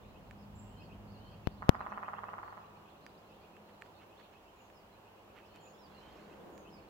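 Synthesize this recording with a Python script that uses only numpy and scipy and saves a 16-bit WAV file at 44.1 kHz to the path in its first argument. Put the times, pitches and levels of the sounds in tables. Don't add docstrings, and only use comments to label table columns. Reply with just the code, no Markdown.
import sys
import numpy as np
from scipy import signal
from scipy.fft import rfft, irfft, next_fast_len
from scipy.io import wavfile
from scipy.ndimage import map_coordinates

SR = 44100
rng = np.random.default_rng(int(sys.argv[2]) if len(sys.argv) > 2 else 0)


def master(y):
    cut = np.clip(np.atleast_2d(y).T, -1, 1)
    pcm = np.round(cut * 32767)
    wavfile.write(sys.argv[1], SR, pcm.astype(np.int16))


N = 303849

# f/Hz, decay time/s, level/dB
LIMB_MODES = [(794, 0.0017, -26), (1080, 0.00047, 4.5), (1187, 0.0044, -22), (1300, 0.00027, -7),
              (1680, 0.00071, -14), (2780, 0.00029, -33)]
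# f/Hz, level/dB
DISTANCE_EQ = [(200, -5.5), (430, -5), (700, -1), (1100, 0.1), (2000, 0.5), (2400, -5), (3000, -3),
               (4000, -24), (8000, -25.5)]
# left delay/s, right delay/s, left/dB, right/dB
KNOCK_PATHS = [(0, 0.00025, -3.5, 0.5), (.00502, .00497, -3, 0.5), (0.0098, .0102, -31, -16.5),
               (0.0168, .016, -17, -8)]
def woodpecker():
    t = np.arange(SR // 50) / SR
    knocks = np.zeros(N)
    for s, db in roll(count=19):
        ring = np.zeros(len(t))
        for hz, decay, mode_db in LIMB_MODES:
            envelope = t / decay * np.exp(1 - t / decay)
            ring += amp(mode_db + 1.25 * rng.standard_normal()) * envelope * np.sin(2 * np.pi * hz * t)
        add(knocks, s, -amp(db - 5) * ring)
    knocks = equalised(knocks, DISTANCE_EQ)
    arrivals = np.zeros((2, N))
    for left_s, right_s, left_db, right_db in KNOCK_PATHS:
        add(arrivals[0], left_s, amp(left_db) * knocks)
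        add(arrivals[1], right_s, amp(right_db) * knocks)
    near = amp(-7.5) * trees(knocks, decay_scale=0.22, onset_s=0.014)
    far = amp(-4.5) * trees(knocks, decay_scale=2.1, onset_s=0.0078)
    return arrivals + panned(right_db=1.5) * (near + far)


def roll(count):
    start_s, first_gap_s, fastest_gap_s, strongest_s = 1.6225, 0.06323, 0.04415, 1.867
    gaps = fastest_gap_s + (first_gap_s - fastest_gap_s) * 0.8932 ** np.arange(count)
    times = start_s + np.cumsum(gaps) - gaps
    return zip(times, -27.7 - 19 * (times - strongest_s) ** 2)


# t/s, level/dB, ring f/Hz, damping ratio
MIC_POPS = [(1.4725, -13, 99, 0.55), (1.6927, 2, 117.3, 0.7)]
# f/Hz, level/dB
PORT_EQ = [(1000, 1.5), (5000, -3.5), (8500, -24.5), (12500, -5.5), (16000, -18)]
def pops():
    t = np.arange(SR // 10) / SR
    pressure = np.zeros(N)
    for s, db, hz, damping in MIC_POPS:
        lean = np.arcsin(damping)
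        phase = 2 * np.pi * hz * t
        swing = np.cos(phase * np.cos(lean) + lean) / np.cos(lean)
        add(pressure, s, amp(db) * np.exp(-damping * phase) * swing)
    return equalised(pressure, PORT_EQ) * amp([[0], [-42]])


# t/s, level/dB, crack against ring/dB, crack t60/s
FINGER_TICKS = [(0.3106, -35, -5, 0.0046), (3.0652, -34, 7, 0.0025), (3.5675, -43, -13, 0.014),
                (3.815, -45.5, 0, .008), (3.8218, -27.5, -9, 0.0062), (4.701, -44.5, -9, .012),
                (5.56, -49, 12.5, 0.0087), (5.573, -47, -1, .01), (6.579, -43, 5, 0.014)]
# f/Hz, t60/s, level/dB
CASE_MODES = [(1805, 0.014, 0.5), (2280, 0.0041, 9), (2650, 0.0023, -8), (7350, 0.0021, -2)]
# centre t/s, length/s, scuff level/dB, rustle level/dB
RUBS = [(3.697, .03, -61, -87), (3.861, 0.027, -59.5, -76), (4.026, 0.049, -59.5, -86),
        (4.206, 0.035, -60, -79), (4.335, 0.036, -63, -80), (5.381, 0.087, -57, -99),
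        (5.56, 0.057, -66, -78), (6.17, 0.78, -64.5, -76)]
# f/Hz, level/dB
SCUFF_EQ = [(700, -9), (1500, -2), (2000, -5), (2900, -7), (4000, -21), (7000, -33), (10000, -42)]
# f/Hz, level/dB
SLEEVE_EQ = [(2000, -29), (4000, 4), (5200, -4), (7200, -1), (9000, -16)]
def handling():
    t = np.arange(SR // 10) / SR
    ticks, scuff, rustle = np.zeros((3, N))
    ring = sum(amp(db - 60 * t / t60) * np.sin(2 * np.pi * hz * t) for hz, t60, db in CASE_MODES)
    for s, db, crack_db, t60 in FINGER_TICKS:
        crack = amp(crack_db - 60 * t / t60) * rng.standard_normal(len(t))
        add(ticks, s, amp(db - 10.5) * (ring + crack))
    ticks = equalised(ticks, [(300, -15), (1400, -0.5), (4200, -4.5), (7300, -2), (9000, -13)])
    for s, length, scuff_db, rustle_db in RUBS:
        stroke = np.hanning(int(length * SR)) ** .5
        add(scuff, s - length / 2, amp(scuff_db) * stroke)
        add(rustle, s - length / 2, amp(rustle_db) * stroke)
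    return (ticks + scuff * friction(SCUFF_EQ) + rustle * friction(SLEEVE_EQ)) * amp([[-8], [0]])


def friction(eq):
    grains = rng.standard_normal(N) * amp(1.9 * wobble(300))
    return unit(equalised(grains, eq))


# t/s into the phrase, length/s, start, middle and end f/Hz, level/dB
FALLING_PHRASE = [(0, 0.11, 6870, 6780, 6210, -2), (0.17, .1, 5470, 5020, 4310, -3),
                  (0.355, .04, 4150, 4060, 3930, 0.5)]
# t/s, level/dB, pitch factor
PHRASE_CUES = [(4.555, -67.5, 1.01), (5.603, -60.5, 1.025), (6.525, -63, .99)]
def whistler():
    notes = trill(count=5, start_s=.548, gap_s=.0355, note_s=0.024)
    for s, db, factor in PHRASE_CUES:
        for after, length, *pitches, note_db in FALLING_PHRASE:
            notes.append((s + after, length, factor * np.array(pitches), db + note_db))
    song = np.zeros(N)
    for s, length, pitches, db in notes:
        add(song, s, amp(db) * swelling(whistle(length, *pitches, rasp=0.011), swell_db=4))
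    song = song * amp(4.0 * wobble(130)) * panned(right_db=9.5)
    near = amp(-10) * trees(song, decay_scale=.2, onset_s=0.001)
    far = amp(-12.5) * trees(song, decay_scale=1, onset_s=.01)
    return amp(-9) * song + near + far


def trill(count, start_s, gap_s, note_s):
    glide_hz, rise = np.array([8000, 7240, 7350]), 0.0146
    return [(start_s + k * gap_s, note_s, (1 + rise * k) * glide_hz, -58.5 - 4 * abs(k - 1))
            for k in range(count)]


def chorus():
    song = twits() + slurs() + warbles()
    near = amp(-4) * trees(song, decay_scale=0.2, onset_s=0.0025)
    far = amp(-9.5) * trees(song, decay_scale=1, onset_s=0.0072)
    return near + far


# first t/s, last t/s, level/dB
TWIT_RUNS = [(.015, 0.127, -63.5), (0.783, 0.883, -57), (1.305, 1.423, -57.5), (1.777, 2.249, -57),
             (2.6, 2.845, -62.5), (3.286, 3.521, -60), (3.966, 4.562, -61), (4.922, 5.264, -63.5),
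             (5.408, 5.636, -58.5), (6.015, 6.287, -61.5), (6.634, 6.747, -56)]
def twits():
    rough_gap_s, note_s, glide_hz = .118, .052, np.array([2746, 2514, 3290])
    calls = np.zeros(N)
    for first, last, db in TWIT_RUNS:
        for s in np.linspace(first, last, 1 + round((last - first) / rough_gap_s)):
            detune, accent_db = rng.standard_normal(2)
            note = whistle(note_s, *(np.exp(.035 * detune) * glide_hz), rasp=0.025)
            add(calls, s, amp(db + accent_db - 0.5) * swelling(note, swell_db=6.5))
    return calls


# t/s, level/dB
SLUR_CUES = [(0.631, -65), (1.12, -63), (5.409, -66), (5.91, -61)]
def slurs():
    song = np.zeros(N)
    for s, db in SLUR_CUES:
        add(song, s, amp(db) * whistle(.25, start_hz=2690, middle_hz=3070, end_hz=3250, rasp=.028))
    return song


# t/s, length/s, centre f/Hz, level/dB
WARBLE_BOUTS = [(.01, 0.076, 3920, -66.5), (.37, 0.049, 4630, -68), (0.762, .07, 4300, -64),
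                (1.066, 0.26, 4330, -65), (1.441, 0.087, 4120, -66), (2.415, 0.15, 4000, -71),
                (2.856, .05, 3800, -68), (3.28, .16, 3960, -69.5), (3.616, .25, 4055, -70),
                (3.925, .05, 4310, -63), (4.159, .08, 3630, -61), (5.434, 0.11, 4370, -68),
                (5.85, .36, 3930, -68.5)]
def warbles():
    gap_s, note_s = .03, .04
    song = np.zeros(N)
    for start, length, centre_hz, db in WARBLE_BOUTS:
        for s in np.arange(start, start + length, gap_s):
            detune, slope = rng.standard_normal(2)
            hz, sweep = centre_hz * np.exp(0.073 * detune), np.exp(.08 * slope)
            add(song, s, amp(db) * whistle(note_s, hz / sweep, hz, hz * sweep, rasp=.04))
    return song


def flock(count):
    chirps = np.zeros(N)
    for k, (jitter, detune, slope, accent) in enumerate(rng.standard_normal((count, 4))):
        hz, sweep = 3700 * np.exp(.16 * detune), np.exp(0.0997 * slope)
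        chirp = whistle(0.031, hz / sweep, hz, hz * sweep, rasp=0.027)
        add(chirps, (k + .4 * jitter) * N / SR / count, amp(2.8 * accent) * chirp)
    return amp(-82.5 + 3.5 * wobble(1.7)) * unit(trees(chirps, decay_scale=0.25, onset_s=.003))


# f/Hz, width/Hz, level/dB
DRONE_BANDS = [(161, 15, -1), (204, 8.2, -0.5), (226.5, 75, -6.5)]
# t/s, level/dB
FUNDAMENTAL_RIDE = [(0.0, -79), (0.23, -71), (0.57, -57.5), (1.67, -63), (2.0, -69), (2.68, -68.5),
                    (2.97, -77.5), (3.59, -77.5), (4.01, -70), (4.45, -87), (4.95, -76.5), (5.64, -71),
                    (6.06, -86), (6.89, -86)]
# t/s, level/dB
DRONE_RIDE = [(0.0, -62), (0.9, -58), (1.36, -60.5), (1.65, -55.5), (2.2, -67), (3.87, -69), (4.53, -75.5),
              (6.12, -68.5), (6.35, -62), (6.89, -67)]
def engine():
    pitch_hz, waver = 102.3, 0.01208
    phase = 2 * np.pi * np.cumsum(pitch_hz * (1 + waver * wobble(7.6))) / SR
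    fundamental = np.sqrt(2) * np.sin(phase) * amp(2.3 * wobble(8))
    octave = np.sqrt(2) * np.sin(2 * phase) * amp(-4 + 1.9 * wobble(6.8))
    blur = rush(lambda f: sum(amp(db) * np.exp(-((f - hz) / width) ** 2)
                              for hz, width, db in DRONE_BANDS))
    return amp(ride(FUNDAMENTAL_RIDE)) * fundamental + amp(ride(DRONE_RIDE) + 0.5) * (octave + blur)


# f/Hz, level/dB
RUMBLE_EQ = [(15, -30), (25, -17), (43, 2), (75, 2), (105, 0), (135, -3.5), (200, -11.5), (330, -28.5),
             (1000, -67)]
# t/s, level/dB
RUMBLE_RIDE = [(0.0, -65.5), (0.75, -61.5), (1.15, -61.5), (1.44, -65), (1.59, -60), (2.07, -73.5),
               (3.49, -76), (6.89, -71.5)]
def rumble():
    return amp(ride(RUMBLE_RIDE) + 4.5 + 1.4 * wobble(7.4)) * noise_bed(RUMBLE_EQ)


# f/Hz, level/dB
LOW_AIR_EQ = [(30, -49.5), (130, -18.5), (200, -9.5), (330, 0.5), (600, 0), (800, -9.5), (1200, -30),
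              (3000, -64.5)]
# f/Hz, level/dB
HIGH_AIR_EQ = [(400, -32), (700, -0.5), (980, -0.5), (1300, -7), (1900, -14.5), (3000, -27.5), (6000, -43)]
# t/s, level/dB
AIR_RIDE = [
    [(0.0, -63), (0.51, -64), (0.864, -62), (1.35, -62)],
    [(2.8, -64), (4.07, -63), (4.49, -65.5), (6.0, -61.5)],
]
def air():
    ride_db = ride(np.concatenate(AIR_RIDE)) + 1.08
    swell_db = ride_db - np.mean(ride_db)
    low = amp(ride_db + 0.25 * wobble(7.6)) * noise_bed(LOW_AIR_EQ)
    high = amp(-62.5 + 0.6 * swell_db + 0.2 * wobble(6)) * noise_bed(HIGH_AIR_EQ)
    return low + high * panned(right_db=3)


# f/Hz, level/dB
SWISH_EQ = [(120, -22), (190, -3), (250, -11), (330, 2.5), (410, -7), (480, -3), (700, -12.5), (1100, -16),
            (2200, -31), (5000, -43.5)]
def swish():
    peak_s, rise_db_per_s, fall_db_per_s = 6.5, 33, 45
    t = np.arange(N) / SR - peak_s
    return amp(-52.5 - np.maximum(-rise_db_per_s * t, fall_db_per_s * t)) * noise_bed(SWISH_EQ)


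# f/Hz, level/dB
HISS_EQ = [(900, -9), (2000, -1.5), (2800, 5.5), (3600, -3), (4500, -6), (6000, -9), (7400, -10),
           (8500, -15), (10000, -14.5), (12500, -11.5), (15500, -9)]
def hiss_floor():
    return amp(-69) * noise_bed(HISS_EQ)


# f/Hz, t60/s
WOOD_DECAY = [(300, 1), (1100, 0.92), (2500, 0.37), (8000, 0.62)]
def trees(x, decay_scale, onset_s):
    hz, t, spectrum = signal.stft(rng.standard_normal((2, SR)), SR, nperseg=256)
    t60 = decay_scale * along(WOOD_DECAY, hz)[:, None]
    tail = signal.istft(spectrum * amp(-60 * t / t60), SR, nperseg=256)[1]
    tail *= 1 - np.exp(-(np.arange(tail.shape[1]) / SR / onset_s) ** 2)
    return signal.fftconvolve(np.atleast_2d(x), tail / np.linalg.norm(tail[0]), axes=1)[:, :N]


# f/Hz, left-right correlation
STEREO_LIKENESS = [(60, 0.76), (200, 0.94), (400, 0.67), (700, 0.59), (1400, -0.0049), (3000, -0.39),
                   (7000, -0.024)]
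def rush(gain):
    def mid_side_gain(hz):
        angle = np.arccos(along(STEREO_LIKENESS, hz)) / 2
        return gain(hz) * np.array([np.cos(angle), np.sin(angle)])
    mid, side = filtered(rng.standard_normal((2, N)), mid_side_gain)
    return unit(np.array([mid + side, mid - side]))


def noise_bed(eq):
    return rush(lambda hz: amp(along(eq, hz)))


def whistle(length_s, start_hz, middle_hz, end_hz, rasp):
    u = np.linspace(0, 1, int(length_s * SR))
    hz = np.polyval(np.polyfit([0, .5, 1], [start_hz, middle_hz, end_hz], 2), u)
    flutter = map_coordinates(rng.standard_normal(128), [u * length_s * 300], mode="mirror")
    phase = 2 * np.pi * np.cumsum(hz * (1 + rasp * flutter)) / SR
    return np.abs(np.sin(np.pi * u)) ** .5 * np.sin(phase)


def swelling(note, swell_db):
    return note * amp(swell_db * np.linspace(-.5, .5, len(note)))


def amp(db):
    return 10 ** (np.asarray(db) / 20)


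def unit(x):
    return x / np.sqrt(np.mean(x ** 2) + 1e-20)


def along(points, hz):
    f, v = np.transpose(points)
    return np.interp(np.log(hz + 1), np.log(f + 1), v)


def ride(points):
    return np.interp(np.arange(N) / SR, *np.transpose(points))


def wobble(rate):
    return map_coordinates(rng.standard_normal(int(N * rate / SR) + 4), [np.arange(N) * rate / SR])


def filtered(x, response):
    m = next_fast_len(N + SR // 2)
    return irfft(rfft(x, m) * response(np.fft.rfftfreq(m, 1 / SR)), m)[..., :N]


def equalised(x, eq):
    return filtered(x, lambda hz: amp(along(eq, hz)))


def add(track, s, sound):
    part = track[..., max(round(s * SR), 0):][..., :sound.shape[-1]]
    part += sound[..., :part.shape[-1]]


def panned(right_db):
    return amp([[-right_db / 2], [right_db / 2]])


def scene():
    birds = woodpecker() + whistler() + chorus() + flock(count=320)
    camera = handling() + pops()
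    ambience = engine() + rumble() + air() + swish() + hiss_floor()
    return birds + camera + ambience


def record(dry):
    return filtered(np.clip(dry, -1, 1), lambda hz: hz < 15900)


dry = scene()
out = record(dry)
master(out)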